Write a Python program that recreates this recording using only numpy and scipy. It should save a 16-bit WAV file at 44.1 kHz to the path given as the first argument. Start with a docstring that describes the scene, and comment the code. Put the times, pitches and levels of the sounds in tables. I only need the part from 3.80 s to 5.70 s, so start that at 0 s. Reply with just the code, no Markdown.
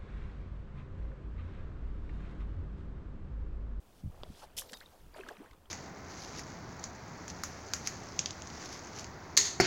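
"""One sharp, bright splash after a soft swish: something small breaks shallow water beside a boat.
Spray and fizz are swarms of tiny bubbles, mist is a noise burst. Thrown drops crack on the surface.
Decaying sines give short plops and two thin, faint high tones. The stirred water laps and gurgles.
Behind it: a faint ripple wash, wind buffeting the microphone, one light tap close by."""
import sys
import numpy as np
from scipy import signal
from scipy.fft import rfft, irfft
from scipy.io import wavfile
from scipy.ndimage import uniform_filter1d

SR = 44100
rng = np.random.default_rng(int(sys.argv[2]) if len(sys.argv) > 2 else 0)


def dump_mix(stems):
    """Bounce the given channels to the path in sys.argv[1] as a 16-bit WAV at rate SR."""
    frames = np.atleast_2d(stems).T  # one column per channel
    limited = np.clip(frames, -1, 1)  # hard clip at full scale
    pcm = np.round(limited * 32767).astype(np.int16)
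    wavfile.write(sys.argv[1], SR, pcm)


N = 83790
T = np.arange(N) / SR

# spectra: f/Hz, relative density/dB
RIPPLE_SPECTRUM = [(59, -22), (100, -9.5), (238, -6), (306, -3.5), (467, -14), (654, -9), (774, -12.5),
                   (2000, -27.5), (2220, -27), (15500, -29)]
WIND_SPECTRUM = [(12, 4.5), (28, 4.5), (48, -1), (80, -1), (120, -12), (190, -10.5), (300, -39.5),
                 (600, -31), (1500, -84)]
GURGLE_SPECTRUM = [(200, -17.5), (380, 0), (650, -7.5), (950, -6.5), (1600, -11), (2100, -15), (2700, -15),
                   (3400, -17)]
FROTH_SPECTRUM = [(2000, -6), (4500, 5), (8000, -1), (15000, -4.5)]
SWISH_SPECTRUM = [(500, 2), (1100, -1), (1900, -12), (3200, 0.5), (5400, -1.5), (7000, -6.5), (10000, -6.5),
                  (15500, -18)]
FIZZ_SPECTRUM = [(280, -18), (500, 3.5), (900, -4), (2200, -26), (4000, -5.5), (8000, -15), (15000, -11.5)]
MIST_SPECTRUM = [(1500, -16.5), (4000, -4), (7000, 1.5), (11000, 0.5), (14000, -1), (16000, -13)]
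SPRAY_SPECTRUM = [(600, -15), (1500, -14), (2200, -7), (3150, 2), (3700, 3), (4400, -13), (5400, 7),
                  (6600, -12), (10500, -5), (16000, -23)]

# wind envelope: t/s, level/dB
GUSTS = [(0.0, -66), (0.218, -61.5), (0.242, -40), (0.28, -43), (0.32, -52), (0.39, -55), (0.424, -44),
         (0.45, -57), (0.496, -45), (0.57, -64.5), (0.692, -55.5), (0.724, -64), (0.772, -54), (0.898, -66),
         (0.936, -72), (0.968, -61), (1.19, -67), (1.21, -55), (1.286, -54), (1.39, -65), (1.428, -57.5),
         (1.56, -67), (1.602, -74), (1.624, -60), (1.688, -75), (1.724, -50), (1.756, -66), (1.9, -59.5)]
# eddies on the microphone: t/s, peak/dB, centre f/Hz
BUFFETS = [(.240, -32.5, 110), (.250, -34.5, 76), (0.2611, -27.5, 82), (.278, -30, 66), (0.301, -40, 79),
           (.414, -43.5, 48), (0.493, -42, 55), (0.504, -35.5, 125)]
# tap resonances: f/Hz, relative level/dB, T60/s
TAP_MODES = [(600, 1, 0.0062), (1060, -1.5, 0.005), (3420, 0.5, 0.0046), (4560, -9.5, 0.0044)]
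# small laps: centre t/s, level/dB, centre f/Hz, sigma/s
LAPS = [(0.37, -62, 542, 0.038), (0.466, -56, 610, 0.0087), (0.599, -64, 5150, 0.0096),
        (0.629, -55, 1000, 0.0084), (0.638, -50, 743, 0.01), (0.811, -58, 536, 0.012),
        (0.857, -59, 528, 0.014), (0.942, -56.5, 730, 0.017), (1.024, -58.5, 1694, 0.011),
        (1.143, -62, 640, 0.014), (1.347, -53, 1480, 0.003), (1.52, -56, 792, 0.014),
        (1.634, -59, 840, 0.013), (1.737, -63, 1080, 0.009), (1.866, -67, 1120, 0.0095)]
# churn envelope: t/s, level/dB
CHURN_LEVELS = [(.28, -70.5), (.36, -63.5), (1.30, -68.5), (1.345, -62), (1.365, -51.5), (1.39, -51),
                (1.425, -59), (1.455, -58.5), (1.49, -51.5), (1.52, -54.5), (1.545, -60.5), (1.60, -61.5),
                (1.63, -59), (1.68, -62.5), (1.78, -70.5), (1.9, -71)]
# short plops and two lingering high tones: t/s, peak/dB, start f/Hz, T60/cycles, glide/fraction of f
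PLOPS_AND_TONES = [(0.7859, -28.5, 3230, 17, -0.12), (.9455, -48, 4950, 190, -0.17),
                   (0.8189, -44, 1510, 21, 0.91), (0.8197, -43.5, 1050, 10, 0.43),
                   (0.9121, -49.5, 494, 26, -0.072), (0.9263, -50.5, 223, 7.7, 0.023),
                   (.932, -39.5, 1600, 13, 0.39), (0.9356, -41, 3120, 22, -0.064),
                   (0.94, -42, 1830, 14, 0.15), (0.9448, -49.5, 3780, 410, -0.087),
                   (1.006, -45.5, 3860, 31, 0.54), (1.012, -43.5, 1770, 15, -0.33),
                   (1.06, -48.5, 3880, 92, -0.36), (1.342, -50, 4700, 44, .05),
                   (1.3615, -42, 606, 15.5, 0.16), (1.3848, -42.5, 634, 12, 0.35),
                   (1.3946, -40.5, 397, 35, -0.14), (1.41, -42.5, 2540, 36, 0.088),
                   (1.4353, -41.5, 1675, 26, -0.18), (1.4397, -54.5, 239.6, 43, 0.54),
                   (1.465, -46.5, 1310, 43, -0.088), (1.4885, -36.5, 1520, 36, 0.59),
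                   (1.5104, -44.5, 695, 43, 0.03), (1.5077, -46.5, 430, 19, 0),
                   (1.582, -52.5, 192.7, 30, 0.54), (1.6, -44.5, 268.5, 25, 0.71),
                   (1.613, -44.5, 383, 11.5, 0.2), (1.66, -50, 1430, 18, 0.59),
                   (1.857, -56.5, 3200, 47, 0.0064)]
# drop impacts: t/s, approximate peak/dB, centre f/Hz
DROPS = [(.778, -33, 4170), (0.7851, -34.5, 4540), (0.7939, -32.5, 9000), (0.811, -39, 8000),
         (0.8912, -47.5, 3440), (0.8954, -44, 2850), (0.92, -44, 6500), (0.9318, -35.5, 5330),
         (0.9383, -39, 4470), (0.9705, -45.5, 5160), (1.0035, -48.5, 4250), (1.486, -41.5, 4400),
         (1.568, -46, 1870), (1.711, -49, 2470), (1.732, -55, 2780)]
# swishes: peak t/s, level/dB
SWISHES = [(0.203, -68.5), (0.595, -74), (0.64, -58.5)]


def from_db(db):
    """Decibels to gain."""
    return 10 ** (np.asarray(db) / 20)


def envelope(rows):
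    """Gain over time from rows of t/s, level/dB."""
    return from_db(np.interp(T, *np.transpose(rows)))


def surge(peak_s, peak_db, rise_db_per_s, fall_db_per_s):
    """Exponential rise and fall."""
    return from_db(peak_db - np.maximum((peak_s - T) * rise_db_per_s, (T - peak_s) * fall_db_per_s))


def bell(centre_s, sigma_s):
    """Gaussian, height 1."""
    return np.exp(-np.minimum(((T - centre_s) / sigma_s) ** 2 / 2, 20))


def colour(spectrum, hz):
    """Spectrum gain at hz, log-frequency interpolation."""
    points_hz, db = np.transpose(spectrum)
    return from_db(np.interp(np.log(hz + 1), np.log(points_hz), db))


def unit_rms(x, window_s):
    """Running rms held at 1; finer grain kept."""
    size = max(int(window_s * SR), 2)
    power = uniform_filter1d(uniform_filter1d(x * x, size), size)
    return x / np.sqrt(np.abs(power) + 1e-12 * np.mean(x * x))


def noise(spectrum, window_s):
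    """Steady coloured noise, rms 1."""
    bins = rfft(rng.standard_normal(N)) * colour(spectrum, np.fft.rfftfreq(N, 1 / SR))
    return unit_rms(irfft(bins, N), window_s)


def add(out, at_s, sound):
    """Mix in at at_s."""
    i = int(np.clip(at_s * SR, 0, N - 1))
    out[i:i + len(sound)] += sound[:N - i]


def ring(hz, cycles, glide, attack_cycles=0.83):
    """Gliding sine, 60 dB down after `cycles`."""
    turns = np.arange(int(cycles / hz * SR) + 2) * hz / SR
    shape = (1 - np.exp(-turns / attack_cycles)) * 1000 ** (-turns / cycles)
    return shape / shape.max() * np.sin(2 * np.pi * turns * (1 + glide * turns / cycles / 2))


def swarm(gain, spectrum, per_s, spread_db, cycles, glide, window_s):
    """Random bubbles across a spectrum; pitch climbs by glide near the surface; rms follows gain."""
    out = np.zeros(N)
    when, pitch, size, sign = rng.random((int(per_s * N / SR), 4)).T
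    low, high = np.sqrt(spectrum[0][0]), np.sqrt(spectrum[-1][0])
    hz = (low + pitch * (high - low)) ** 2
    strength = from_db(spread_db * np.minimum(-np.log(1 - size), 4))
    peaks = np.sign(sign - .5) * strength * colour(spectrum, hz) * hz ** (3 / 4)
    audible = gain[(when * N).astype(int)] > gain.max() / 40
    for at_s, bubble_hz, peak in zip(when[audible] * N / SR, hz[audible], peaks[audible]):
        add(out, at_s, peak * ring(bubble_hz, cycles, glide))
    return gain * unit_rms(out, window_s)


def ripples(start_db=-66, fall_db_per_s=1):
    """Faint surface wash, slowly fading."""
    return from_db(start_db - fall_db_per_s * T) * noise(RIPPLE_SPECTRUM, window_s=0.41)


def wind():
    """Low rumble following the gusts."""
    return envelope(GUSTS) * noise(WIND_SPECTRUM, window_s=0.036)


def buffets():
    """One pointed pressure dip per eddy hitting the microphone."""
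    out = np.zeros(N)
    for at_s, db, hz in BUFFETS:
        phase_sq = (np.pi * hz * (T - at_s)) ** 2
        out += from_db(db) * (3 * phase_sq - 1) / (1 + phase_sq) ** 3
    return out


def tap(at_s=0.4343, gain_db=-32, contact_hz=5800, highpass_hz=243, echo_s=0.0051, echo_db=-15.5):
    """Light knock: damped modes, soft contact, one near reflection."""
    out, t = np.zeros(N), T[:SR // 20]
    knock = -sum(from_db(db - 60 * t / t60_s) * np.sin(2 * np.pi * hz * t)
                 for hz, db, t60_s in TAP_MODES)
    knock = signal.sosfilt(signal.butter(4, contact_hz, fs=SR, output="sos"), knock)
    knock = signal.sosfilt(signal.butter(2, highpass_hz, "high", fs=SR, output="sos"), knock)
    add(out, at_s, knock)
    add(out, at_s + echo_s, from_db(echo_db) * knock)
    return from_db(gain_db) * out


def laps(skirt_db=-22):
    """Each lap folds in a cluster of similar-sized bubbles."""
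    out = np.zeros(N)
    for centre_s, db, hz, sigma_s in LAPS:
        spectrum = [(hz / 2, skirt_db), (hz, 0), (hz * 2, skirt_db)]
        out += swarm(from_db(db) * bell(centre_s, sigma_s), spectrum,
                     per_s=650, spread_db=3, cycles=26, glide=0.074, window_s=0.0078)
    return out


def churn(froth_db=-12):
    """Stirred water: large bubbles gurgle under a fine froth."""
    gain = envelope(CHURN_LEVELS)
    gurgle = swarm(gain, GURGLE_SPECTRUM,
                   per_s=2500, spread_db=2.5, cycles=28.2, glide=0.26, window_s=0.067)
    froth = swarm(gain, FROTH_SPECTRUM, per_s=4900, spread_db=3.5, cycles=56, glide=0.1, window_s=0.12)
    return gurgle + from_db(froth_db) * froth


def plops_and_tones():
    """Short bubble plops; also two thin, faint high tones lingering after the splash."""
    out = np.zeros(N)
    for at_s, db, hz, cycles, glide in PLOPS_AND_TONES:
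        add(out, at_s, from_db(db) * ring(hz, cycles, glide))
    return out


def drops(decay_s=0.0013, edge_ratio=1.48, crest_factor=2):
    """Each drop lands with a short, wet crack of band noise."""
    out, t = np.zeros(N), T[:SR // 50]
    shape = t / decay_s * np.exp(1 - t / decay_s)
    for at_s, db, hz in DROPS:
        band = signal.butter(2, [hz / edge_ratio, hz * edge_ratio], "band", fs=SR, output="sos")
        crack = unit_rms(signal.sosfilt(band, rng.standard_normal(len(t))), window_s=0.00022)
        add(out, at_s, from_db(db) * shape * crack / crest_factor)
    return out


def swish():
    """Water parts ever faster with a hiss of tiny bubbles, then closes."""
    gain = sum(surge(peak_s, db, rise_db_per_s=88, fall_db_per_s=559) for peak_s, db in SWISHES)
    return swarm(gain, SWISH_SPECTRUM, per_s=12000, spread_db=1.5, cycles=36, glide=0, window_s=0.02)


def splash(at_s=0.766, attack_s=0.00079, swell_s=0.021, swell_db=9,
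           fizz_db=-59.5, fizz_fall_db_per_s=28.5, fallback_db=-69.5):
    """Spray and mist swell and collapse; fizz thins, then revives as the spray falls back."""
    age_s = T - at_s
    onset = np.clip(age_s / attack_s, 0, 1)
    spray_gain = surge(at_s + swell_s, peak_db=-40.5, rise_db_per_s=swell_db / swell_s, fall_db_per_s=416)
    spray = swarm(onset * spray_gain, SPRAY_SPECTRUM,
                  per_s=5000, spread_db=3.5, cycles=43, glide=0.017, window_s=0.0061)
    mist_gain = surge(peak_s=0.7866, peak_db=-40.5, rise_db_per_s=522, fall_db_per_s=484)
    mist = onset * mist_gain * noise(MIST_SPECTRUM, window_s=0.0043)
    thinning = from_db(fizz_db - fizz_fall_db_per_s * age_s)
    fallback = from_db(fallback_db) * bell(centre_s=0.948, sigma_s=0.043)
    fizz = swarm(onset * (thinning + fallback), FIZZ_SPECTRUM,
                 per_s=8000, spread_db=3.5, cycles=27, glide=0.03, window_s=0.035)
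    return spray + mist + fizz


def scene():
    """Open air, mono."""
    background = wind() + buffets() + ripples() + tap()
    return (background + swish() + drops() + plops_and_tones() + splash() + laps() + churn())[None]


def record(dry):
    """Steep low-pass, 15.8 kHz."""
    return signal.sosfilt(signal.ellip(10, .1, 80, 15800, fs=SR, output="sos"), dry)


dry = scene()
out = record(dry)
dump_mix(out)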